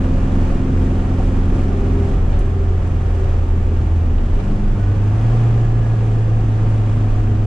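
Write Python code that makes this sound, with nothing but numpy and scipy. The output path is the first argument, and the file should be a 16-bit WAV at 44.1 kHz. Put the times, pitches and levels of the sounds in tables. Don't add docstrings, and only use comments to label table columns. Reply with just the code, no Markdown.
import sys
import numpy as np
from scipy import signal
from scipy.fft import rfft, irfft, next_fast_len
from scipy.io import wavfile
from scipy.ndimage import uniform_filter1d, minimum_filter1d, map_coordinates

SR = 44100
rng = np.random.default_rng(int(sys.argv[2]) if len(sys.argv) > 2 else 0)


def unload_wav(signal):
    wavfile.write(
        sys.argv[1],
        SR,
        np.round(np.clip(np.atleast_2d(signal).T, -1, 1) * 32767).astype(np.int16),
    )


N = 328986
T = np.arange(N) / SR
HZ = np.fft.rfftfreq(N, 1 / SR)

# start/s, rise/s, hold/s, fall/s
CLUTCH_OUT = (4.1, 0.364, 0.21, 0.13)
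BLIP = (4.3, 0.18, 0.2, 0.16)
DRAG = (4.81, 0.51, .1, 0.31)
SHUDDER = (4.05, 0.16, 0.5, .1)

# t/s, opening/0-1
THROTTLE = [(0, 0.99), (1.95, 0.84), (2.17, 0.52), (2.48, 0), (7.46, 0)]
# multiple of crank speed, pulling level/dB rel., light-throttle level/dB rel.
EXHAUST_ORDERS = [(2.5, -42.5, -40), (3.0, -34, -40), (3.5, -30.5, -34.5), (4.0, -27, -38.5),
                  (4.5, -26, -36.5), (5.0, -31, -41), (5.5, -35.5, -45), (6.0, -18, -33.5),
                  (6.5, -45, -43.5), (7.0, -43, -47), (7.5, -32, -37.5), (8.0, -32, -42.5),
                  (8.5, -33, -41.5), (10.0, -47, -42.5), (11.0, -37, -42.5), (12.0, -37, -36),
                  (12.5, -34.5, -41), (13.0, -44, -38.5), (14.0, -52, -39.5), (16.0, -47, -46.5),
                  (17.0, -53.5, -45)]
# f/Hz, gain/dB
CABIN_GAIN = [(100.0, 10), (125.0, 7), (150.0, -2.5), (175.0, -5.5), (200.0, -2), (220.0, -4.5),
              (237.0, 5.5), (256.0, -7), (266.0, -9), (300.0, -2), (340.0, -7), (400.0, -6), (470.0, -11.5),
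              (620.0, -20.5), (750.0, -6.5), (900.0, -26)]
# t/s, half width/s, level change/dB
BOOM_WAVERS = [(.43, .06, 2.5), (.57, 0.084, -3.5), (.81, 0.058, 5), (1.08, .05, -3), (1.72, .03, -1),
               (2.03, .06, 4), (2.12, .04, -4.5), (2.43, 0.042, -6.5), (2.73, .06, 2.5), (2.815, 0.014, -5),
               (3.55, .08, -0.5), (3.95, 0.18, 2.5), (4.31, 0.036, 7.5), (5.19, 0.027, -5.5),
               (6.3, 0.16, -1.2), (6.7, 0.14, 0.7)]
ORDER_SCATTER_TURNS = .45
PIPE_SMEAR_TURNS_PER_ORDER2 = .05
FLUTTER_PER_ORDER, CYCLE_SPREAD_DB = .014, 1.1


def exhaust(speed, turns):
    waver_db = 0.46 * drift(rate_hz=9.9)
    for s, width, db in BOOM_WAVERS:
        waver_db = waver_db + db * np.exp(-((T - s) / width) ** 2)
    boom_gain = follow(speed, cruise_db=-17, speed_db=0.19, throttle_db=-3, clutch_db=-11, drag_db=2.5)
    boom = boom_gain * amp(waver_db) * line(2 * turns, flutter=0.031)

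    shake_gain = follow(speed, cruise_db=-25, speed_db=-0.51, throttle_db=2, clutch_db=-14, drag_db=-3.5)
    shake = shake_gain * line(turns, flutter=0.33)

    throttle = curve(THROTTLE)
    rasp = 0
    for order, pulling_db, light_db in EXHAUST_ORDERS:
        db = light_db + throttle * (pulling_db - light_db) + read(CABIN_GAIN, order * speed)
        delayed = order * turns - PIPE_SMEAR_TURNS_PER_ORDER2 * order ** 2
        tone = line(delayed, flutter=FLUTTER_PER_ORDER * order, scatter=ORDER_SCATTER_TURNS)
        rasp = rasp + amp(db) * tone
    cycle_strength = np.interp(turns / 2, np.arange(N), rng.standard_normal(N))
    uneven = amp(CYCLE_SPREAD_DB * cycle_strength)
    rasp_gain = follow(speed, cruise_db=-2.5, speed_db=0.2246, throttle_db=3, clutch_db=0, drag_db=1.5)
    return boom + shake + rasp_gain * uneven * rasp


def intake(turns):
    band = 1 / (1 + ((HZ - 440) / 130) ** 4)
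    pulsed = rng.standard_normal(N) * (1 + .5 * np.cos(4 * np.pi * turns))
    roar = amp(-40.0) * curve(THROTTLE) * unit(colour(pulsed, band))
    honk = line(4 * turns, flutter=.13, scatter=ORDER_SCATTER_TURNS)
    honk = honk + amp(-5.5) * line(3 * turns, flutter=.2, scatter=ORDER_SCATTER_TURNS)
    honk = honk + amp(-21) * line(6 * turns, flutter=0.27)
    return roar + amp(-27.5) * move(*BLIP) * honk


SHUDDER_START_HZ, SHUDDER_SAG_HZ_PER_S = 31.46, 9.9


def shudder():
    hz = SHUDDER_START_HZ - SHUDDER_SAG_HZ_PER_S * np.clip(T - SHUDDER[0], 0, 1)
    return amp(-15.5) * move(*SHUDDER) * line(np.cumsum(hz) / SR, flutter=0.12)


# start/s, length/s, level/dB
HUM_SWELLS = [(1.66, 0.39, -29.5), (2.35, 0.43, -35.5), (2.8, 0.98, -38)]
HUM_REST_DB, HUM_THROTTLE_DB, HUM_RISE_S, HUM_FALL_S = -50, 6, 0.12, 0.17
# start/s, length/s, level/dB
WHINE_SWELLS = [(2.08, 0.21, -54), (4.72, 0.22, -52), (5.17, .11, -53), (5.56, .45, -54), (6.87, .2, -55.5)]
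WHINE_REST_DB, WHINE_RISE_S, WHINE_FALL_S = -63, 0.087, 0.064


def gears(turns):
    hum_turns, mesh_turns = 9 * turns, 30 * turns
    rest_db = HUM_REST_DB + HUM_THROTTLE_DB * curve(THROTTLE)
    hum_gain = swells(HUM_SWELLS, rest_db, HUM_RISE_S, HUM_FALL_S)
    octave = amp(-16.0) * np.array([line(2 * hum_turns, flutter=0.4) for _ in range(2)])
    hum = hum_gain * (line(hum_turns, flutter=0.32) + octave)
    whine_gain = swells(WHINE_SWELLS, WHINE_REST_DB, WHINE_RISE_S, WHINE_FALL_S)
    return hum + whine_gain * line(mesh_turns, flutter=0.55, rate_hz=14)


def clatter(turns):
    size = 1400
    place = (turns / 2 % 1) * size
    cycles = rng.standard_normal((2, size))
    return unit(np.array([map_coordinates(c, [place], order=3, mode="grid-wrap") for c in cycles]))


# f/Hz, level/dB rel. per Hz
RUSH_SPECTRUM = [(200, -25.5), (400, -7), (520, -0.5), (640, -1), (1000, -12), (1750, -11), (2100, -17),
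                 (3100, -20), (4000, -27), (7700, -29.5), (8600, -35.5), (10300, -39), (11400, -53.5),
                 (14000, -74.5)]
# f/Hz, correlation (clipped to +-1)
EAR_LIKENESS = [(300, 1), (450, 1.1), (630, 0.54), (800, 0), (1100, 0.57), (1600, -0.07), (2600, 0.52),
                (4200, 0.57), (5400, -0.03), (7500, -0.15), (10500, 0)]
# f/Hz, left minus right/dB
EAR_BALANCE = [(450, 5), (600, 2.5), (740, -5), (820, -1), (950, -5), (1100, -1), (1250, -1.5), (1700, 0.5),
               (2800, -2), (4100, 0), (6300, -5), (7700, -0.5), (8600, -1.5), (10000, 6)]
# start/s, length/s, extra level/dB
GUSTS = [(0, 0.56, 0.6), (1.98, .15, 0.4), (2.955, 0.39, 1.1), (6.498, 0.66, 0.8)]
GUST_RISE_S, GUST_FALL_S = 0.061, 0.06


def rush(speed, turns):
    throb = 1 + 0.081 * np.cos(4 * np.pi * turns)
    throb = throb + 0.064 * np.cos(2 * np.pi * turns) + 0.066 * np.cos(np.pi * turns)
    valve, since = np.divmod(4 * turns, 1)
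    tap_strength = amp(2 * rng.standard_normal(N)[valve.astype(int)])
    taps = tap_strength * np.exp(-since / 0.5)
    cyclic = colour(clatter(turns), amp(-7.5) * HZ / (HZ + 350) / (1 + (HZ / 2800) ** 2))
    left, other = (rng.standard_normal((2, N)) + cyclic) * (throb + 0.19 * taps)

    same = np.clip(read(EAR_LIKENESS, HZ), -1, 1)
    right = colour(left, same) + colour(other, np.sqrt(1 - same ** 2))
    shape = amp(read(RUSH_SPECTRUM, HZ)) * panels()
    lean = amp(read(EAR_BALANCE, HZ) / 2)
    pair = np.array([colour(left, shape * lean), colour(right, shape / lean)])
    noise = flicker(unit(reflect(pair, echo_db=-14.0, decay_s=0.0069)))

    gusts_db = .3 * drift(rate_hz=8) + bursts_db(GUSTS)
    gain = follow(speed, cruise_db=-35.5, speed_db=0.0687, throttle_db=2.5, clutch_db=0, drag_db=2)
    return noise * gain * amp(gusts_db)


def reflect(pair, echo_db, decay_s):
    age = T[:SR // 20]
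    taps = rng.standard_normal((2, len(age))) * (age > .002) * np.exp(-age / decay_s)
    taps /= np.linalg.norm(taps, axis=1, keepdims=True)
    return pair + amp(echo_db) * signal.oaconvolve(pair, taps, axes=1)[:, :N]


# start/s, length/s, extra level/dB
SIZZLES = [(.38, .12, 1.5), (.76, .09, 1.5), (1.15, 0.13, 2), (1.48, .15, 2), (1.99, .13, 1.3),
           (3.08, .1, 0.5), (4.33, 0.18, 1.7), (5.4, .25, 0)]
SIZZLE_HZ = 4500


def flicker(pair):
    treble = colour(pair, HZ ** 2 / (HZ ** 2 + SIZZLE_HZ ** 2))
    db = -.4 + 0.43 * drift(rate_hz=10) + bursts_db(SIZZLES)
    return pair + treble * (amp(db) - 1)


# f/Hz, level/dB rel. per Hz
ROAD_SPECTRUM = [(5, -38), (13, -23), (21, -1.5), (31, 1.5), (43, -7.5), (56, -6), (75, -11), (118, -10),
                 (150, -15.5), (240, -21.5), (340, -25), (420, -28), (500, -37), (700, -85.5)]
# start/s, length/s, rumble gain/dB
BUMPS = [(0, 0.2, -21), (.43, 0.17, -10.5), (.92, 0.69, -16), (2.05, 0.36, -12), (3.12, 0.51, -17),
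         (4.1, 0.69, -19.5), (5.45, 0.31, -19), (7.05, 0.13, -11)]
SMOOTH_ROAD_DB, BUMP_RISE_S, BUMP_FALL_S = -18, 0.073, .1


def road():
    spectrum = amp(read(ROAD_SPECTRUM, HZ)) * panels()
    common, apart = colour(rng.standard_normal((2, N)), spectrum)
    noise = unit(common + amp(-22.5) * np.array([apart, -apart]))
    deep = colour(noise, 1 / (1 + (HZ / 48) ** 6))
    drone_db = -20.0 + .4 * curve(THROTTLE) - 0.99 * move(*CLUTCH_OUT) + .6 * drift(rate_hz=8)
    drone = (noise - deep) * amp(drone_db)
    rumble = deep * swells(BUMPS, SMOOTH_ROAD_DB, BUMP_RISE_S, BUMP_FALL_S)
    return (rumble + drone) * amp([[-.2], [.2]])


# t/s, clunk level/dB, decay/s, ring f/Hz, ring level/dB
KNOCKS = [(1.199, -37, 0.0055, 750, -17), (2.272, -50, .02, 165, -20), (2.325, -34, 0.087, 570, -35),
          (4.065, -50, 0.071, 242.7, -23), (4.18, -34, 0.016, 500, -42), (4.285, -44, .025, 350, -26),
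          (4.322, -41, 0.027, 270, -20.5), (4.372, -43, .025, 402, -26), (4.398, -31.5, .014, 528, -38),
          (7.071, -46, .008, 760, -23)]
# f/Hz, level/dB rel.
KNOCK_SPECTRUM = [(150, -22.5), (400, 13.5), (1200, 1.5), (3800, -10), (6000, -24.5), (11000, -46),
                  (14000, -70)]
CLUNK_RISE_S, RING_RISE_S = .0015, .004


def knocks():
    body = unit(colour(rng.standard_normal((2, N)), amp(read(KNOCK_SPECTRUM, HZ))))
    out = np.zeros((2, N))
    for s, db, decay, ring_hz, ring_db in KNOCKS:
        age = np.maximum(T - s, 0)
        clunk = amp(db) * body * np.minimum(age / CLUNK_RISE_S, 1)
        ring = amp(ring_db) * (1 - np.exp(-age / RING_RISE_S)) * np.sin(2 * np.pi * ring_hz * age)
        out += (clunk + ring) * np.exp(-age / decay)
    return out


# t/s, level/dB before filtering, left minus right/dB
TICKS = [(.423, -48, 1), (1.612, -45, 2), (1.885, -46, -2), (2.09, -50, 0), (2.3905, -35, 0),
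         (2.407, -49, 0), (2.876, -47, 2), (6.69, -45, 1), (7.007, -48, 0)]
# f/Hz, gain/dB
TICK_SPECTRUM = [(1500, -21), (4000, -10), (6500, -2), (8000, -0.5), (10400, -2.5), (11800, -24.5),
                 (13500, -18), (15000, -30)]


def trim():
    out = np.zeros((2, N))
    for s, db, pan_db in TICKS:
        age = np.maximum(T - s, 0)
        burst = (T > s) * (np.exp(-age / 0.0022) + 0.25 * np.exp(-age / .02))
        out += amp(db + np.array([[pan_db], [-pan_db]]) / 2) * burst
    return colour(out * rng.standard_normal((2, N)), amp(read(TICK_SPECTRUM, HZ)))


# f/Hz, width/Hz, gain/dB
PANELS = [(235, 75, 2.5), (313, 28, 3), (410.3, 29, 6.5), (560, 29, 2.5), (616, 86, -4.5), (753, 104, 5.5),
          (906, 55, 6), (1046, 100, 2.5), (1208, 200, 5.5), (2430, 470, 2)]


def panels():
    return amp(sum(db / (1 + (2 * (HZ - hz) / width) ** 2) for hz, width, db in PANELS))


CRUISE_TURNS_PER_S = 44


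def follow(speed, cruise_db, speed_db, throttle_db, clutch_db, drag_db):
    db = cruise_db + speed_db * (speed - CRUISE_TURNS_PER_S) + throttle_db * curve(THROTTLE)
    return amp(db + clutch_db * move(*CLUTCH_OUT) + drag_db * move(*DRAG))


def line(turns, flutter, scatter=1, rate_hz=8):
    angle = 2 * np.pi * (turns + scatter * (rng.random() - .5))
    strength, skew = drift(rate_hz), drift(rate_hz)
    return np.sqrt(2) * ((1 + flutter * strength) * np.cos(angle) + flutter * skew * np.sin(angle))


def drift(rate_hz):
    count = 2048
    lowpass = 1 / (1 + (np.fft.rfftfreq(count, T[-1] / count) / rate_hz) ** 2)
    slow = irfft(rfft(rng.standard_normal(count)) * lowpass)
    return np.interp(T, np.linspace(0, T[-1], count), unit(slow))


def move(start, rise, hold, fall):
    rising = (T - start) / rise
    falling = 1 - (T - start - rise - hold) / fall
    return np.clip(np.minimum(rising, falling), 0, 1)


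def swells(rows, rest_db, rise, fall):
    power = sum((amp(db) * move(start, rise, length - rise, fall)) ** 2 for start, length, db in rows)
    return np.sqrt(amp(rest_db) ** 2 + power)


def bursts_db(rows):
    return sum(db * move(s, GUST_RISE_S, length - GUST_RISE_S, GUST_FALL_S) for s, length, db in rows)


def amp(db):
    return 10 ** (np.asarray(db) / 20)


def unit(x):
    return x / np.sqrt(np.mean(x ** 2) + 1e-20)


def curve(rows):
    return np.interp(T, *np.transpose(rows))


def read(points, hz):
    f, value = np.transpose(points)
    return np.interp(np.log(hz + 1), np.log(f), value)


def colour(x, gain):
    size = next_fast_len(N, True)
    size_gain = np.interp(np.fft.rfftfreq(size, 1 / SR), HZ, gain)
    return irfft(rfft(x, size) * size_gain, size)[..., :N]


# t/s, speed/turns per s
CRANK = [(0.0, 43.56), (0.4, 43.77), (1.6, 44.25), (2.0, 44.2), (2.5, 43.54), (3.2, 42.55), (3.95, 41.44),
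         (4.25, 39.02), (4.42, 48.4), (4.6, 51.0), (4.85, 49.03), (5.08, 51.48), (5.35, 57.84),
         (5.7, 56.29), (6.6, 53.77), (7.0, 52.65), (7.46, 51.62)]


def scene():
    speed = curve(CRANK)
    turns = np.cumsum(speed * (1 + 0.001994 * drift(rate_hz=8.2))) / SR
    bass = (exhaust(speed, turns) + intake(turns) + shudder()) * amp([[-.2], [.2]])
    return bass + gears(turns) + rush(speed, turns) + road() + knocks() + trim()


BASS_HZ, LIMIT_DB, LIMIT_WINDOW, EDGE_HZ = 190, -7.3, 700, 14900


def record(dry):
    dry = dry * np.clip(np.minimum(T, T[-1] - T) / .006, 0, 1)
    bass = colour(dry, 1 / (1 + (HZ / BASS_HZ) ** 4))
    needed = (1 + (abs(bass).max(0) / amp(LIMIT_DB)) ** 8) ** (-1 / 8)
    gain = uniform_filter1d(minimum_filter1d(needed, size=LIMIT_WINDOW), size=LIMIT_WINDOW)
    held = dry - bass * (1 - gain)
    lowpass = signal.firwin(511, EDGE_HZ, window=("kaiser", 9), fs=SR)
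    return signal.oaconvolve(held, lowpass[None], "same")


dry = scene()
out = record(dry)
unload_wav(out)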